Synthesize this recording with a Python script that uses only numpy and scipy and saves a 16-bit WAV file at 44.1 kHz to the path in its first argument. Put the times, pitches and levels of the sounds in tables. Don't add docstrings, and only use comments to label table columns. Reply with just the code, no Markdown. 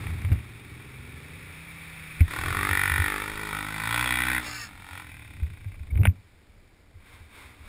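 import sys
import numpy as np
from scipy import signal
from scipy.fft import rfft, irfft, next_fast_len
from scipy.io import wavfile
from scipy.ndimage import uniform_filter1d, map_coordinates

SR = 44100
rng = np.random.default_rng(int(sys.argv[2]) if len(sys.argv) > 2 else 0)


def store_pcm(level_fs):
    pcm = np.round(np.clip(level_fs, -1, 1) * 32767).astype(np.int16)
    wavfile.write(sys.argv[1], SR, np.atleast_2d(pcm).T)


def volts(x):
    e = np.asarray(x, float) / 20
    return 10 ** e


N = 338688

# frequency_hz, density_db_per_hz
WOODS_HISS = [(71, -28), (120, -14), (196, -6.5), (294, -4.5), (341, -7.5), (1230, -17.5), (2180, -13),
              (2790, -22.5), (5100, -22.5), (5900, -28.5), (7670, -72), (13000, -120)]
# frequency_hz, t60_s
FOREST_DECAY = [(200, 0.54), (2000, 0.22), (6000, 0.095)]

# start_s, peak_db, pitch_hz, swell_ms
JOLTS = [(0.047, -32, 85.8, 48), (0.101, -25, 84, 24), (0.242, -19, 91.3, 15), (0.315, -8.5, 85.3, 11.7),
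         (2.206, -5, 80.7, 10), (2.7, -22.5, 84.4, 15), (2.912, -22, 80, 15), (2.989, -17.5, 83.4, 13),
         (5.422, -16.5, 74, 11.3), (5.498, -44, 77, 12), (5.656, -26.5, 95.5, 14.7), (5.805, -29, 75.4, 13),
         (5.92, -20.5, 67.3, 17), (5.956, -14, 71.6, 10.5), (5.994, -11, 88.7, 11.6),
         (6.05, -29, 101.2, 29), (6.075, -7.5, 86, 9.1), (6.493, -60, 83.4, 8.5), (6.955, -43.5, 86.1, 12),
         (7.131, -46, 85.5, 15), (7.202, -41, 81, 12), (7.443, -47, 83.9, 18), (7.599, -41.5, 72.7, 14)]
# start_s, peak_db, pitch_hz, swell_ms
CASE_TAPS = [
    (.314, -29.5, 278, 4.1),
    (2.206, -27.5, 256, 6.4),
    (5.93, -59, 420, 9.6),
    (6.03, -26, 184.3, 23),
    (6.038, -37.5, 260.6, 24),
]
# start_s, peak_db, t60_s, treble_edge_db
CLICKS = [(0.068, -22, 0.015, -38), (0.105, -29, 0.018, -25), (0.217, -31.5, 0.062, -16),
          (0.248, -23, 0.03, -34), (0.317, -26.5, 0.067, -46), (0.329, -24.5, 0.021, -23),
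          (0.35, -39.5, 0.46, -30), (2.206, -20, 0.045, -22), (5.742, -41, 0.054, -22),
          (5.955, -31.5, 0.018, -37), (5.974, -28, 0.035, -40), (5.989, -52, 0.018, -30),
          (6.014, -37, 0.031, -31), (6.033, -18, 0.016, -33), (6.042, -33, 0.07, -38),
          (6.053, -6.5, 0.028, -49), (6.065, -24, 0.024, -26), (6.071, -12, 0.013, -42),
          (6.086, -50, 0.016, -27), (6.097, -36, 0.018, -29)]
# frequency_hz, width_hz, level_db
MOUNT_MODES = [(530, 710, -3), (1300, 1400, -1), (2320, 850, 2.5), (3900, 250, -16)]
# start_s, length_s, pitch_hz, level_db
STRAP_SQUEAK = (5.899, .011, 2120, -42)
# centre_s, half_length_s, case_hum_db, slow_sway_db
HEAD_TURNS = [(0.097, 0.23, -32, -52), (0.331, 0.074, -21.5, -54), (1.197, 2.6, -49, -71),
              (2.25, 0.067, -45, -32), (2.47, 0.15, -32, -40), (2.592, 0.28, -37.5, -50),
              (3.015, 0.32, -47, -49), (3.358, 0.058, -62, -50), (4.456, 0.049, -62, -61),
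              (4.76, 0.56, -50, -61), (5.453, 0.34, -40, -53), (5.795, 0.21, -64, -44.5),
              (6.015, 0.092, -17.5, -43), (6.54, 0.37, -65, -59), (6.958, 0.12, -63, -50.5),
              (7.23, 0.099, -68, -53), (7.449, 0.22, -59, -70), (7.68, 0.15, -68, -53)]

# time_s, firings_per_s
FIRING_RATE = [(0.0, 20.72), (0.6, 18.92), (1.19, 23.9), (1.64, 33.26), (2.24, 30.61), (2.37, 39.5),
               (2.63, 50.56), (2.79, 47.55), (3.41, 52.49), (3.59, 50.53), (3.84, 53.92), (4.01, 61.7),
               (4.34, 62.66), (4.62, 57.07), (4.76, 43.09), (4.92, 46.61), (5.46, 28.76), (6.2, 23.1)]
# time_s, firings_per_s
FAR_FIRING_RATE = [
    (6.299, 35),
    (6.951, 41),
    (7.1, 60),
    (7.302, 73),
    (7.5, 62),
    (7.68, 51),
]
# opens_s, rise_s, hold_s, fall_s, lift_db
THROTTLE_TWISTS = [
    (2.264, 0.057, 0.765, 0.22, 10.5),
    (2.36, .38, 0.062, 0.3, 5.5),
    (3.385, 0.17, .03, 0.076, 3),
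    (3.735, 0.21, 0.43, 0.042, 9.5),
    (4.771, 0.18, 0.051, 0.043, 7.5),
    (6.955, 0.12, 0.067, 0.15, 15),
    (7.275, 0.082, 0.07, 0.14, 12.5),
    (7.61, .08, 0.11, .1, 5.5),
]
# time_s, echo_delay_ms, exhaust_facing_0_to_1, tailpipe_focus_hz, focus_share_0_to_1
PATH = [(0, 4, 0.22, 2300, 0.18), (2.2, 3.8, .05, 2300, 0.53), (2.35, 2.86, 0.54, 1500, 0),
        (2.55, 3.04, 0.47, 1330, 0.32), (2.75, 2.37, 0.84, 1680, 0.33), (3.03, 2.24, 1, 1820, 0.35),
        (3.14, 2.6, 0.78, 1600, 0.38), (3.3, 2.3, 0.68, 1500, 0.06), (3.55, 2.2, .77, 1190, 0.2),
        (3.97, 2.23, 0.92, 1950, 0.01), (4.39, 2.22, 0.78, 1830, .45), (4.45, 2.58, 0.58, 940, 0),
        (4.98, 2.2, 0.7, 860, 0.11), (5.1, 2.18, 0.8, 2300, 0.47), (5.8, 2.07, 0.76, 2300, 0.4),
        (6.05, 2.3, 0.36, 2300, 0), (7.2, 2.05, 0.42, 1400, .02)]
# time_s, level_db
SHUT_BARK = [(0, -43), (.2, -48), (.45, -51.5), (1, -50), (2.18, -43.5), (2.26, -44.5), (3.3, -36),
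             (3.7, -35), (4.43, -36), (4.62, -47), (4.75, -51.5), (5.1, -48.5), (5.45, -54.5), (5.9, -62),
             (6.2, -69), (6.9, -77), (7.27, -64.5), (7.68, -57)]
# frequency_hz, density_db_per_hz
PIPE = [(25, -44), (55, -1), (120, 5.5), (190, -12), (300, -4), (400, -21), (600, -19), (900, -11),
        (1200, -46), (2000, -120)]
# frequency_hz at middle speed, level_db
INTAKE = [(40, -14), (80, -7), (105, -7.5), (140, 6), (165, -4), (200, -15), (260, -7.5), (320, -14.5),
          (420, -12), (650, -28.5)]
# frequency_hz, width_hz, level_db
CASE_MODES = [(1168, 790, 0), (1482, 142, 5.5), (1946, 470, -0.5), (2708, 510, -7.5), (3260, 340, -10),
              (4930, 430, -34), (5470, 160, -50)]
FOCUS_BANDS = [850, 1250, 1800, 2400]
# frequency_hz, width_hz, level_db
METAL_MODES = [(2300, 160, 10.5), (3680, 297, 2.5), (4580, 170, -6.5), (5350, 230, -6.5)]
# frequency_hz, width_hz, level_db
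WHIR_MODES = [(1230, 160, -15), (1720, 140, -3), (2710, 170, -3), (4340, 550, -7), (5350, 230, 2)]
# multiple_of_firing_rate, level_db
GEAR_MESH = [(21, -5.5), (26, 2), (30, 0), (33, 5), (40, 0), (46, -4), (77, -19), (90, -22)]
# rise_s, hold_s, fall_s, level_db
COASTING = (0.07, .175, 0.07, -41)
# rise_s, hold_s, fall_s, level_db over the thud
TAIL_RING = (0.041, 1.147, .2, 3.2)
# rise_s, hold_s, fall_s, level_db over the bark there
RASP = (.12, .2, .22, 3)
# rise_s, hold_s, fall_s, level_db over the thud
THIRD_ORDER = (1, .62, -1, -7)

TAIL_BY_S, FULL_THROTTLE_S, COAST_S = 2.25, 3.85, 4.395


def unit(x):
    return x / np.sqrt(np.mean(x ** 2) + 1e-20)


def steady(x, seconds):
    power = uniform_filter1d(x ** 2, int(seconds * SR))
    return x / np.sqrt(np.abs(power) + 1e-12)


def along(points, hz):
    f, value = np.transpose(points)
    return np.interp(np.log(hz + 1), np.log(f + 1), value)


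def curves(rows):
    s, *columns = np.transpose(rows)
    return [np.interp(np.arange(N) / SR, s, column) for column in columns]


def swell(s, rise, hold, fall):
    return np.interp(np.arange(N) / SR, np.cumsum([s, rise, hold, fall]), [0, 1, 1, 0])


def wobble(rate):
    knots = rng.standard_normal(int(N * rate / SR) + 4)
    return map_coordinates(knots, [np.arange(N) * rate / SR])


def noise():
    return rng.standard_normal(N)


def filtered(x, response):
    m = next_fast_len(N + SR // 2)
    return irfft(rfft(x, m) * response(np.fft.rfftfreq(m, 1 / SR)), m)[:N]


def causal(points):
    def response(hz):
        cepstrum = irfft(np.log(volts(along(points, hz)) + 1e-6))
        half = len(cepstrum) // 2
        cepstrum[1:half] *= 2
        cepstrum[half + 1:] = 0
        return np.exp(rfft(cepstrum))
    return response


def modes(table):
    def response(f):
        total = 0
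        for k, (centre, width, db) in enumerate(table):
            damping = 1j * f * width
            total = total + (-1) ** k * volts(db) * damping / (centre * centre - f * f + damping)
        return total
    return response


def forest(x):
    hz, t, z = signal.stft(rng.standard_normal(SR // 2), SR, nperseg=256)
    decay = volts(-60 * t / along(FOREST_DECAY, hz)[:, None])
    tail = signal.istft(z * decay, SR, nperseg=256)[1]
    delayed = np.pad(x, (300, 0))
    return signal.fftconvolve(delayed, tail / np.linalg.norm(tail))[:N]


def woods():
    return volts(-62.5) * unit(filtered(noise(), causal(WOODS_HISS)))


def case_shaking():
    t = np.arange(N) / SR
    gains = volts(-66)
    for s, half_length, hum_db, sway_db in HEAD_TURNS:
        loss_db = 19 * abs(t - s) / half_length
        gains = gains + volts(np.array([[hum_db], [sway_db]]) - loss_db)
    hum = filtered(filtered(noise(), modes([(82.5, 27.6, 0)])), modes([(80.0, 101, 0)]))
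    sway = filtered(filtered(noise(), modes([(27.2, 44, 0)])), modes([(28, 59, 0)]))
    return gains[0] * unit(hum) + gains[1] * unit(sway)


def mount_clicks():
    clicks, ticks, t = np.zeros(N + SR), np.zeros(N + SR), np.arange(SR // 4) / SR
    for s, db, t60, edge_db in CLICKS:
        burst = rng.standard_normal(len(t))
        start = round(s * SR)
        clicks[start:][:len(t)] += volts(db + 6.5 - 60 * t / t60) * burst
        ticks[start:][:len(t)] += volts(db + edge_db + 14 - 60 * t / 0.0099) * burst
    ring = filtered(filtered(clicks[:N], modes(MOUNT_MODES)), modes(MOUNT_MODES))
    return ring + filtered(ticks[:N], modes([(4500, 2500, 0)]))


def case_booms():
    booms, t = np.zeros(N + SR), np.arange(SR // 4) / SR
    for s, db, hz, swell_ms in [*JOLTS, *CASE_TAPS]:
        u = t * 1000 / swell_ms
        envelope = (u * np.exp(1 - u)) ** 1.12
        booms[round(s * SR):][:len(t)] -= volts(db) * envelope * np.sin(2 * np.pi * hz * t)
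    s, length, hz, db = STRAP_SQUEAK
    envelope = np.exp(-((t - length) / (0.55 * length)) ** 2)
    booms[round(s * SR):][:len(t)] += volts(db) * envelope * np.sin(2 * np.pi * hz * t * (1 + 2.5 * t))
    return booms[:N]


def helmet():
    return case_booms() + mount_clicks() + case_shaking()


def shaft_noise(turns, facing):
    beat = 1 + 0.36 * facing * np.cos(2 * np.pi * turns) + 0.15 * np.cos(4 * np.pi * turns)
    return beat * noise()


def metal_clatter(turns, facing):
    return unit(filtered(shaft_noise(turns, facing), modes(METAL_MODES)))


def coasting_whir(turns, facing):
    wide = [(hz, 3 * width, 0) for hz, width, _ in WHIR_MODES]
    gear_noise = filtered(filtered(shaft_noise(turns, facing), modes(WHIR_MODES)), modes(wide))
    mesh = 0
    for k, db in GEAR_MESH:
        mesh = mesh + volts(db) * (.8 + .6 * wobble(30)) * np.sin(2 * np.pi * k * turns)
    return unit(gear_noise) + volts(-1.5) * unit(mesh)


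def blast_train(rate, turns):
    fired = np.flatnonzero(np.diff(np.floor(turns)))
    time_luck, level_luck = rng.standard_normal((2, len(fired)))
    uneven_db = .8 + .15 * np.maximum(40 - rate[fired], 0)
    blasts = np.zeros(N)
    blasts[np.clip(fired + (3 * time_luck).astype(int), 0, N - 1)] = volts(uneven_db * level_luck)
    return blasts


def intake_drone(rate, turns):
    drift = [volts(2.2 * wobble(3)) for _ in range(5)]
    slow_rate = rate[::64]
    lifted = slow_rate * (25 / slow_rate) ** 0.55
    orders = 0
    for k in range(2, 26):
        gain = np.repeat(volts(along(INTAKE, k * lifted)), 64)[:N]
        phase = 2 * np.pi * (k * turns + rng.standard_normal())
        orders = orders + drift[k % 5] * gain * np.sin(phase)
    return steady(orders, 0.064)


def exhaust_thud(blasts, rate, turns, facing):
    pipe = steady(filtered(blasts, causal(PIPE)), .15)
    approaching = np.arange(N) < TAIL_BY_S * SR
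    drone_share = np.where(approaching, 1, 0.47)
    thud = facing * pipe + (1 - facing) * drone_share * intake_drone(rate, turns)
    *shape, db = TAIL_RING
    ring = steady(filtered(blasts, modes([(302.3, 92, 0)])), .15)
    thud = thud + volts(db - 8.5) * swell(TAIL_BY_S, *shape) * ring
    *shape, db = THIRD_ORDER
    thud = thud + volts(db) * swell(FULL_THROTTLE_S, *shape) * np.sin(2 * np.pi * 3 * turns)
    return steady(thud + volts(-12) * forest(thud), .15)


def muffler_chirp(f):
    spread_ms, knee_hz, early_ms = 2.545, 1774, 1.599
    phase = spread_ms * (np.hypot(f, knee_hz) - knee_hz) - early_ms * f
    return np.exp(-2j * np.pi / 1000 * phase)


def gas_turbulence(blasts, facing, bark_ms):
    now = np.arange(N)
    last = np.maximum.accumulate(np.where(blasts > 0, now, 0))
    age = (now - last) / (SR / 1000 * bark_ms)
    gate = facing * blasts[last] * age * np.exp(1 - age) + (1 - facing) * .5
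    return steady(gate * noise(), 0.038)


def ground_echoes(bark, facing, echo_ms):
    now = np.arange(N)
    delay = (echo_ms + .05 * wobble(7)) * SR / 1000
    ground = facing * np.interp(now - 0.922 * delay, now, bark)
    bank = facing * np.interp(now - 2.7 * delay, now, bark)
    return bark + 0.69 * ground + 0.41 * bank


def tailpipe_beam(bark, focus_hz, focus):
    place = np.interp(focus_hz, FOCUS_BANDS, np.arange(len(FOCUS_BANDS)))
    beam = 0
    for k, hz in enumerate(FOCUS_BANDS):
        beam = beam + np.clip(1 - abs(place - k), 0, 1) * filtered(bark, modes([(hz, 0.16 * hz, 0)]))
    return (1 - focus) * bark + focus * 4.2 * beam


def exhaust_bark(blasts, rate, load_db, bark_db):
    echo_ms, facing, focus_hz, focus = curves(PATH)
    rough = 1 - facing ** 2 * (.45 + .045 * load_db) + .03 * np.maximum(rate - 50, 0)
    rough = np.clip(rough, 0, 1)
    bark_ms = np.clip(2 * np.exp(-.075 * (bark_db + 35)), .4, 6)
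    pulses = filtered(blasts, modes([(1500, 6100, 0)]))
    pulses = filtered(pulses, lambda f: muffler_chirp(f) * modes([(1600, 2600, 0)])(f))
    bark = np.sqrt(1 - rough) * steady(pulses, 0.12)
    bark = bark + np.sqrt(rough) * gas_turbulence(blasts, facing, bark_ms)
    bark = filtered(ground_echoes(bark, facing, echo_ms), modes(CASE_MODES))
    bark = tailpipe_beam(bark, focus_hz, focus)
    *shape, db = RASP
    rasp = filtered(bark, modes([(3220, 630, 0.012)]))
    bark = bark + volts(db) * swell(FULL_THROTTLE_S, *shape) * rasp
    return steady(bark + volts(-14) * forest(bark), .12)


def bike():
    flywheel_s = .08
    rate = uniform_filter1d(curves([*FIRING_RATE, *FAR_FIRING_RATE])[0], int(flywheel_s * SR))
    turns = np.cumsum(rate) / SR + .17
    facing = curves(PATH)[1]
    load_db = sum(db * swell(*shape) for *shape, db in THROTTLE_TWISTS)
    shut_db = curves(SHUT_BARK)[0]
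    bark_db = shut_db + load_db
    thud_db = -40.5 + .85 * (shut_db + 35) + 0.61 * load_db + 7 * swell(-1.05, 0.92, 1.21, 0.6)
    clatter_db = -44 + 0.73 * (bark_db + 36)
    *shape, whir_db = COASTING
    whir_gain = volts(whir_db) * swell(COAST_S, *shape) ** 2
    blasts = blast_train(rate, turns)
    mix = whir_gain * coasting_whir(turns, facing)
    mix = mix + volts(clatter_db) * metal_clatter(turns, facing)
    mix = mix + volts(thud_db) * exhaust_thud(blasts, rate, turns, facing)
    return mix + volts(bark_db - 0.85) * exhaust_bark(blasts, rate, load_db, bark_db)


def scene():
    return (woods() + helmet() + bike())[None]


def roll_off(x):
    return signal.sosfilt(signal.butter(12, 15950, fs=SR, output="sos"), x)


def record(dry):
    held_hz, hold = 12000, 4
    power = uniform_filter1d(dry ** 2, int(0.0565 * SR), origin=int(0.02 * SR))
    loudness = np.sqrt(np.abs(power))[0]
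    x = dry[0] / (1 + loudness / 1.07)
    x = filtered(x, lambda hz: 1 / np.sqrt(1 + (hz / 5650) ** 30))
    held = np.repeat(signal.resample(x, N * held_hz // SR), hold)
    mix = filtered(signal.resample(held, N), lambda hz: 1 / (1 + (hz / 15300) ** 40))
    return roll_off(mix[None])


dry = scene()
out = record(dry)
store_pcm(out)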